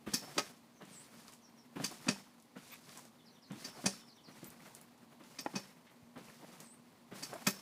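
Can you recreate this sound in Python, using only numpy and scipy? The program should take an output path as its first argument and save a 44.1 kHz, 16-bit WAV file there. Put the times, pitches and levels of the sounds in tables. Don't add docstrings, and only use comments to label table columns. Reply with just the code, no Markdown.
import sys
import numpy as np
from scipy import signal
from scipy.fft import rfft, irfft
from scipy.io import wavfile

SR = 44100
rng = np.random.default_rng(int(sys.argv[2]) if len(sys.argv) > 2 else 0)


def transcribe(u):
    v = np.clip(np.atleast_2d(u).T, -1, 1)
    q = np.round(v * 32767).astype(np.int16)
    wavfile.write(sys.argv[1], SR, q)


N = 335601
T = np.arange(SR // 2) / SR

# landing, time on the mat and time for the cloth to tighten, all in seconds,
# then the levels in dB of thump, slap, swish of the weave and rustle of the edge.
BOUNCES = [(0.063, 0.43, 0.0048, -43, -50.5, -53.5, -58), (0.812, 0.52, 0.055, -56.5, -58.5, -59.5, -64),
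           (1.755, 0.44, 0.006, -44, -51, -53, -58), (2.555, 0.48, 0.011, -50.5, -55, -58.5, -68),
           (3.5, 0.48, 0.23, -45, -56, -53, -59), (4.274, 0.53, 0.034, -59, -62.5, -62.5, -63),
           (5.198, 0.49, 0.23, -59, -62.5, -58.5, -60.5), (6.155, 0.52, 0.034, -51.5, -56, -61, -62.5),
           (7.111, 0.5, 0.043, -52, -57, -55, -57.5)]


def amp(db):
    return 10 ** (np.asarray(db) / 20)


def unit_rms(x):
    return x / np.sqrt(np.mean(x ** 2) + 1e-20)


def add(mix, start, sound):
    part = mix[round(start * SR):][:len(sound)]
    part += sound[:len(part)]


def coloured(x, points):
    hz, db = np.transpose(points)
    bins_hz = np.fft.rfftfreq(len(x), 1 / SR)
    gain = amp(np.interp(np.log(bins_hz + 1), np.log(hz), db))
    return unit_rms(irfft(rfft(x) * gain, len(x)))


def band(x, lo, hi, order=3):
    return signal.sosfilt(signal.butter(order, [lo, hi], "band", fs=SR, output="sos"), x)


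def drift(n, per_s):
    knots = rng.standard_normal(4096)
    return np.interp(np.arange(n) * per_s / SR % 4095, np.arange(4096), knots)


def by_band(x, bands, levels_db):
    parts = [band(x, lo, hi) for lo, hi in bands]
    return sum(amp(db) * part / np.std(part[:SR // 40]) for part, db in zip(parts, levels_db))


def burst(rise, t60):
    return np.minimum(T / rise, 1) ** 0.65 * amp(-60 * np.maximum(T - rise, 0) / t60)


def ringing(modes, rise, scatter_db):
    chance = rng.standard_normal((len(modes), 2))
    return sum(amp(db + scatter_db * share) * burst(rise, t60) * np.sin(2 * np.pi * hz * T) * np.sign(side)
               for (hz, db, t60), (share, side) in zip(modes, chance))


def yard(hush_db=-67.5, drone_db=-68):
    # frequency in Hz, relative level in dB.
    spectrum = [(15, -75), (25, -52), (101, -14.5), (129, -11.5), (204, -14.5), (233, -1.5), (260, -7.5),
                (445, -18), (1080, -15.5), (1570, -35), (1710, -31.5), (4500, -27), (5580, -38),
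                (7700, -39), (15500, -41)]
    hush = coloured(rng.standard_normal(N), spectrum) * amp(hush_db + 0.7 * drift(N, 2.7))
    drone = unit_rms(band(rng.standard_normal(N), 225, 247, order=2))
    return hush + amp(drone_db) * drone


def thuds():
    # start in seconds, level in dB.
    short_thuds = [(0.129, -47), (0.363, -46), (0.871, -60.5), (0.906, -62), (1.797, -41.5), (1.827, -48),
                   (2.064, -42.5), (3.523, -52), (3.555, -58), (3.837, -43.5), (4.425, -51), (5.238, -67),
                   (5.534, -47.5), (6.204, -60), (6.426, -56.5), (7.114, -52.5)]
    bands = [(120, 350), (350, 1100), (1100, 3500)]
    landings = [(start, 0.011, thump, slap, slap - 2.5) for start, _, _, thump, slap, _, _ in BOUNCES]
    short = [(start, 0.0052, db, db - 7.5, db - 13) for start, db in short_thuds]
    out = np.zeros(N)
    for start, rise, *levels_db in landings + short:
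        push, scuff = rng.standard_normal((2, len(T)))
        push = coloured(push, [(40, -16), (200, 14), (700, 2), (2000, -9), (8000, -74)])
        blow = push * burst(rise, t60=12 * rise) + amp(-7) * scuff * burst(rise, t60=0.46)
        add(out, start, by_band(blow, bands, levels_db))
    return out


def stretching(slack=0.38, release_share=0.13, creep=0.14, settle_s=0.064):
    swish, rustle = np.zeros((2, N))
    for start, length, tighten, _, _, swish_db, rustle_db in BOUNCES:
        t = np.arange(int(length * SR)) / SR
        phase = np.pi * (t / length) ** 0.99
        depth, speed = np.sin(phase), abs(np.cos(phase))
        taut = slack + (1 - slack) * np.minimum(t / tighten, 1)
        contact = taut * np.minimum((1 - t / length) / release_share, 1)
        crumple = 1 + np.exp(-t / 0.015)
        add(swish, start, amp(swish_db) * taut * depth ** 0.67 * (creep + speed))
        add(rustle, start, amp(rustle_db) * contact * crumple)
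    pole = np.exp(-1 / (settle_s * SR))
    return [np.maximum(level, signal.lfilter([1 - pole], [1, -pole], level)) for level in (swish, rustle)]


def mat(swish, rustle, rest_swish_db=-76, rest_rustle_db=-67.5):
    # frequency in Hz, relative level in dB.
    weave_spectrum = [(900, -13), (2200, -1.5), (3200, -1), (4700, 2), (6300, -0.5), (10400, -3.5),
                      (15000, -12.5)]
    edge_spectrum = [(40, -44), (90, -13.5), (150, 11.5), (300, 3.5), (700, 0.5), (1200, -3), (2200, -5),
                     (4000, -17.5), (9000, -17.5)]
    catching = amp(1.8 * drift(N, 45))
    weave = coloured(rng.standard_normal(N) * amp(3 * drift(N, 2500)), weave_spectrum)
    edge = coloured(rng.standard_normal(N) * amp(3 * drift(N, 70)), edge_spectrum)
    weave *= np.hypot(swish * catching, amp(rest_swish_db))
    edge *= np.hypot(rustle * catching, amp(rest_rustle_db))
    return weave + edge


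def impulses(per_s):
    return (rng.random(N) < per_s / SR) * amp(4 * np.minimum(rng.exponential(1, N), 3))


def crackle(swish):
    snaps = impulses(per_s=45) * swish
    snap = band(rng.standard_normal(len(T)), 1300, 9200, order=1) * burst(0.00039, t60=0.0049)
    return amp(-1) * signal.oaconvolve(snaps, snap)[:N]


def webbing(rustle, slips_per_s=200, pitches=8, decay_cycles=3):
    clumps = amp(6 * np.clip(drift(N, 45), -2, 1))
    t = T[:SR // 100]
    out = np.zeros(N)
    for hz in np.geomspace(900, 3000, pitches):
        grain = np.sin(2 * np.pi * hz * t) * np.exp(-t * hz / decay_cycles)
        out += signal.oaconvolve(impulses(slips_per_s / pitches), grain)[:N]
    return amp(-7) * unit_rms(out * clumps) * rustle


def low_bumps():
    # start in seconds, level in dB.
    bumps = [(.07, -56), (1.765, -61), (3.858, -62), (4.471, -66), (6.019, -63), (6.164, -67), (6.27, -70)]
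    out = np.zeros(N)
    for start, db in bumps:
        impact = rng.standard_normal(len(T)) * burst(0.0051, t60=0.09)
        add(out, start, by_band(impact, [(60, 210)], [db]))
    return out


def singing_tube(modes, rise, sustain, rattles_per_s=130):
    out = np.zeros(len(T))
    for hz, db, t60 in modes:
        envelope = amp(db) * burst(rise, t60 * sustain) * (1 + 0.4 * drift(len(T), rattles_per_s))
        phase = 2 * np.pi * (hz * T + rng.random()) + 0.35 * drift(len(T), rattles_per_s)
        out += envelope * np.sin(phase)
    return out


def clanks(sway_hz=197, grind_lead_s=0.002058):
    # start and rise in seconds; hoop, clack and favoured note in Hz;
    # a factor on the singing's decay time; singing level in dB; then six band levels in dB.
    slips = [(0.136, 0.0057, 249, 1650, 5400, 1.1, -51.5, -41.5, -60, -46, -34, -38.5, -43),
             (.380, 0.0012, 264, 1260, 4790, 0.72, -58.5, -44.5, -37, -35.5, -34.5, -43, -51),
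             (1.840, 0.0063, 234, 990, 4810, 1, -60, -47, -62, -47, -38, -42.5, -51),
             (2.084, 0.0039, 232, 2553, 5560, 0.72, -52, -32, -41, -37.5, -35, -41.5, -61),
             (3.643, 0.0094, 256, 2520, 5380, 1.3, -63, -55, -59, -56, -45.5, -56, -62),
             (3.858, 0.0037, 199, 568, 4660, 0.94, -52, -34.5, -40.5, -41, -33, -37, -53),
             (5.387, 0.0054, 259, 2530, 5310, 0.49, -54.5, -53.5, -59.5, -53.5, -45.5, -54, -65),
             (5.555, 0.0069, 207, 2530, 5400, 0.65, -54, -39, -47, -47, -42, -54.5, -64),
             (7.225, 0.0096, 275, 2230, 5400, 1.2, -62, -56, -74, -55.5, -45, -49, -57),
             (7.468, 0.0041, 204, 1306, 4700, 1.1, -53, -33, -40.5, -35.5, -34, -37, -39)]
    bands = [(110, 350), (350, 1050), (1050, 3500), (3500, 7000), (7000, 10500), (10500, 15500)]
    # frequency in Hz, relative level
    # in dB, nominal t60 in seconds.
    frame_modes = [(135, -10, .14), (275, -9, .08), (378, -4.5, .13), (420, -7, .11), (555, -6, .14),
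                   (605, -2, .09), (740, -9, .08), (810, -6, .09), (880, -9, .07), (1010, -7, .07),
                   (1115, -9, .09), (1235, -6, .07), (1324, -8, .08), (1590, -6, .06), (1809, -1.5, .11),
                   (2126, -8, .1), (2300, -5, .06), (2470, -3, .06), (2525, -2, .1), (2955, -13, .09),
                   (3240, -12, .09), (3505, -14, .06), (4468, -4, .06), (4683, -2, .07), (4772, 0, .07),
                   (5464, -3, .06), (6120, -8, .05), (6250, -5, .06), (6790, -11, .05), (7320, -12, .05),
                   (7982, -5, .05), (8390, -8, .05), (8660, -8, .05), (9850, -9, .035), (11030, -12, .05)]
    tube_modes = [(5329, 0, .52), (5373, 1, .56), (5432, -8, .35), (5464, -2, .42), (5626, -11, .3),
                  (4468, -14, .3), (4683, -7, .33), (4772, -6, .33), (6245, -14, .3), (6770, -15, .3),
                  (2526, -15, .25), (3240, -17, .22), (1809, -15, .2), (8390, -17, .22)]
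    # frequency in Hz, relative level in dB.
    steel_spectrum = [(100, -6), (600, -1), (960, -3), (1400, -5), (2300, -1), (3200, -6), (4100, -3),
                      (4700, 5), (5100, -1), (5450, 4), (6250, 2), (7100, -3), (9800, -2.5), (10400, -10),
                      (15000, -9)]
    out = np.zeros(N)
    for start, rise, hoop_hz, clack_hz, favoured_hz, sustain, sing_db, *levels_db in slips:
        contacts = coloured(rng.standard_normal(len(T)) * amp(4 * drift(len(T), 1100)), steel_spectrum)
        chatter = amp(1) * burst(rise, t60=0.075 + 6 * rise)
        shake = amp(-10.5) * burst(rise, t60=0.25)
        hoop = np.sin(2 * np.pi * hoop_hz * T) * (amp(8) * burst(rise, 0.037) + amp(-3) * burst(rise, 0.14))
        hoop += amp(-7) * np.sin(2 * np.pi * sway_hz * T) * burst(rise, 0.32)
        detune = 1 + 0.0028 * rng.standard_normal()
        modes = [(hz * detune, db, t60) for hz, db, t60 in frame_modes] + [(clack_hz, 1.5, 0.08)]
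        ring = ringing(modes, rise, scatter_db=2.5)
        add(out, start, by_band(contacts * (chatter + shake) + hoop + ring, bands, levels_db))
        favoured = (favoured_hz, 3, 0.2)
        add(out, start, amp(sing_db) * singing_tube(tube_modes + [favoured], rise, sustain))
        grind = unit_rms(band(rng.standard_normal(len(T)), 520, 3700, order=2))
        add(out, start - grind_lead_s, amp(levels_db[2] + 3) * grind * burst(grind_lead_s, t60=0.096))
    return out


def groans(jitter=0.07):
    # start and length in seconds, first and last pitch in Hz, level in dB,
    # noise relative to tone in dB.
    events = [(0.211, 0.047, 275, 340, -55.5, 10), (0.272, 0.024, 341, 400, -56.5, -5),
              (0.312, 0.014, 350, 330, -64, -12), (.802, 0.028, 418, 520, -58, 6),
              (1.905, 0.033, 339, 298, -54.5, 4), (2.702, 0.046, 1126, 1175, -59, -1),
              (2.728, 0.041, 1170, 1250, -59, -1), (2.886, 0.036, 610, 580, -67, 8),
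              (2.96, 0.049, 542, 448, -59.5, 2), (3.747, 0.048, 309, 373, -58.5, 9),
              (3.783, 0.025, 390, 360, -56, -9), (4.645, 0.028, 760, 680, -61, 16),
              (5.857, 0.059, 1054, 1020, -67.5, 6), (6.405, 0.054, 349, 306, -58.5, 4),
              (7.312, 0.017, 360, 348, -56, -8), (7.321, 0.033, 363, 457, -47, 4.5),
              (7.347, 0.027, 340, 323, -48.5, -4)]
    # relative levels in dB, from the fundamental up.
    harmonics = [-9, 0, -9, -15]
    out = np.zeros(N)
    for start, length, first_hz, last_hz, db, noise_db in events:
        n = int(length * SR)
        hz = np.linspace(first_hz, last_hz, n) * (1 + jitter * drift(n, 500))
        phase = 2 * np.pi * np.cumsum(hz) / SR
        tone = unit_rms(sum(amp(level) * np.sin(k * phase) for k, level in enumerate(harmonics, 1)))
        noise = unit_rms(band(rng.standard_normal(n), first_hz * 0.63, first_hz * 3.06, order=2))
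        envelope = amp(3 * drift(n, 160)) * signal.windows.tukey(n, 0.7)
        add(out, start, amp(db) * unit_rms((tone + amp(noise_db) * noise) * envelope))
    return out


def whistles(notes, waver, swell_db=6):
    out = np.zeros(N)
    for start, length, *pitches, db in notes:
        progress = np.linspace(0, 1, int(length * SR))
        glide = np.polyval(np.polyfit([0, 0.5, 1], pitches, 2), progress)
        hz = glide * (1 + waver * drift(len(progress), 1100))
        envelope = signal.windows.tukey(len(progress), 0.4) * amp(swell_db * progress)
        add(out, start, amp(db) * unit_rms(np.sin(2 * np.pi * np.cumsum(hz) / SR) * envelope))
    return out


def bird_calls():
    # start and length in seconds, middle pitch in Hz, fall and upturn of both ends
    # in octaves, source level in dB.
    calls = [(0.729, .055, 6260, 0.17, -0.032, -62), (0.902, 0.12, 7730, 0.059, 0.41, -48.5),
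             (1.413, 0.051, 5800, 0.3, 0.049, -55.5), (1.563, 0.0464, 5530, 0.19, 0.068, -56.5),
             (6.617, 0.13, 8080, -0.046, 0.24, -52.5)]
    notes = [(start, length, hz * 2 ** (upturn + fall / 2), hz, hz * 2 ** (upturn - fall / 2), db)
             for start, length, hz, fall, upturn, db in calls]
    return whistles(notes, waver=0.03)


def sockets():
    # start in seconds, level in dB, centre frequency in Hz.
    ticks = [(.822, -53.5, 3000), (.853, -59, 8000), (1.281, -50, 5030), (1.323, -53, 7900),
             (1.336, -51.5, 7900), (1.914, -47, 8500), (2.4, -59.5, 6700), (2.424, -61, 10100),
             (2.741, -49.5, 9000), (2.893, -52, 4130), (2.974, -45, 7800), (2.981, -54, 7950),
             (2.9934, -56, 7220), (3.0523, -52, 6500), (3.52, -53.5, 7360), (4.444, -44.5, 9700),
             (4.503, -50.5, 10000), (4.7498, -45.5, 9100), (4.8135, -51.5, 10800), (4.978, -65, 6700),
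             (5.238, -53.5, 2980), (5.449, -53, 7000), (6.177, -54, 4200), (6.603, -44.5, 7700),
             (7.338, -48, 7960)]
    # start and length in seconds, pitch in Hz, level in dB, jitter as a share of pitch.
    squeaks = [(2.712, .035, 13750, -59, .006), (4.462, .032, 13750, -59, .006),
               (5.403, .02, 14100, -57, .012)]
    out = np.zeros(N)
    snap_and_tail = burst(0.00018, t60=0.006) + amp(-13) * burst(0.00033, t60=0.18)
    for start, db, hz in ticks:
        noise = unit_rms(band(rng.standard_normal(len(T)), hz / 1.47, hz * 1.28, order=1))
        add(out, start, amp(db + 1) * noise * snap_and_tail)
    for start, length, hz, db, jitter in squeaks:
        n = int(length * SR)
        phase = 2 * np.pi * np.cumsum(hz * (1 + jitter * drift(n, 1500))) / SR
        add(out, start, amp(db) * unit_rms(np.sin(phase) * signal.windows.tukey(n, 0.6)))
    return out


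def rod_knocks():
    # start in seconds, level in dB, a size that divides the mode frequencies.
    knocks = [(1.798, -41, 1.17), (3.053, -53, 1.3), (5.461, -28, 1.04), (5.467, -40, 0.86),
              (6.165, -49.5, 1.41), (6.432, -50, 1.27), (7.422, -45.5, 1.1)]
    # frequency in Hz, relative level in dB, t60 in seconds.
    hollow_modes = [(314, -4, 0.032), (550, -13, 0.03), (715, -6, 0.019), (860, 0, 0.019),
                    (1440, -12, 0.026), (1950, -9, .016), (2600, -15, 0.022)]
    out = np.zeros(N)
    for start, db, size in knocks:
        crack = amp(-12) * rng.standard_normal(len(T)) * burst(0.0005, t60=0.02) / size ** 2
        modes = [(hz / size, mode_db, t60) for hz, mode_db, t60 in hollow_modes]
        ring = ringing(modes, rise=0.0019, scatter_db=0.5)
        add(out, start, amp(db) * band(ring + crack, 104, 4000, order=2))
    return out


def bird_song(start_s=3.183, period_s=0.1635, repeats=7, source_db=-56.5, growth_db_per_s=3):
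    # offset and length in seconds; first, middle and last pitch in Hz;
    # relative level in dB.
    syllable = [(-.003, .036, 3750, 3550, 2750, -6), (.069, .045, 5900, 4750, 3800, 0),
                (.113, .062, 6050, 5950, 5400, -11)]
    notes = [(start_s + elapsed + offset, *shape, source_db + growth_db_per_s * elapsed + db)
             for elapsed in period_s * np.arange(repeats) for offset, *shape, db in syllable]
    return whistles(notes, waver=0.026)


def echoes(x, t60, delay, taps_per_s=2000):
    taps = rng.standard_normal(len(T)) * (rng.random(len(T)) < taps_per_s / SR)
    taps *= (T > delay) * amp(-60 * T / t60)
    return signal.oaconvolve(x, taps / np.linalg.norm(taps))[:N]


def scene():
    swish, rustle = stretching()
    near = clanks() + thuds() + groans() + low_bumps() + rod_knocks() + sockets()
    near += crackle(swish) + webbing(rustle)
    near += amp(-18) * echoes(near, t60=0.3, delay=0.006)
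    song, calls = bird_song(), bird_calls()
    direct = amp(-12.5) * song + amp(-18) * calls
    wall_echo = amp(-7) * np.roll(direct, round(0.025 * SR))
    scattered = echoes(amp(-11.5) * song + amp(-12.5) * calls, t60=0.2, delay=0.002)
    return (near + direct + wall_echo + scattered + mat(swish, rustle) + yard())[None]


def record(dry, cutoff_hz=15550):
    lowpass = signal.firwin(511, cutoff_hz, window=("kaiser", 9), fs=SR)
    return signal.oaconvolve(dry, lowpass[None], "same")


dry = scene()
out = record(dry)
transcribe(out)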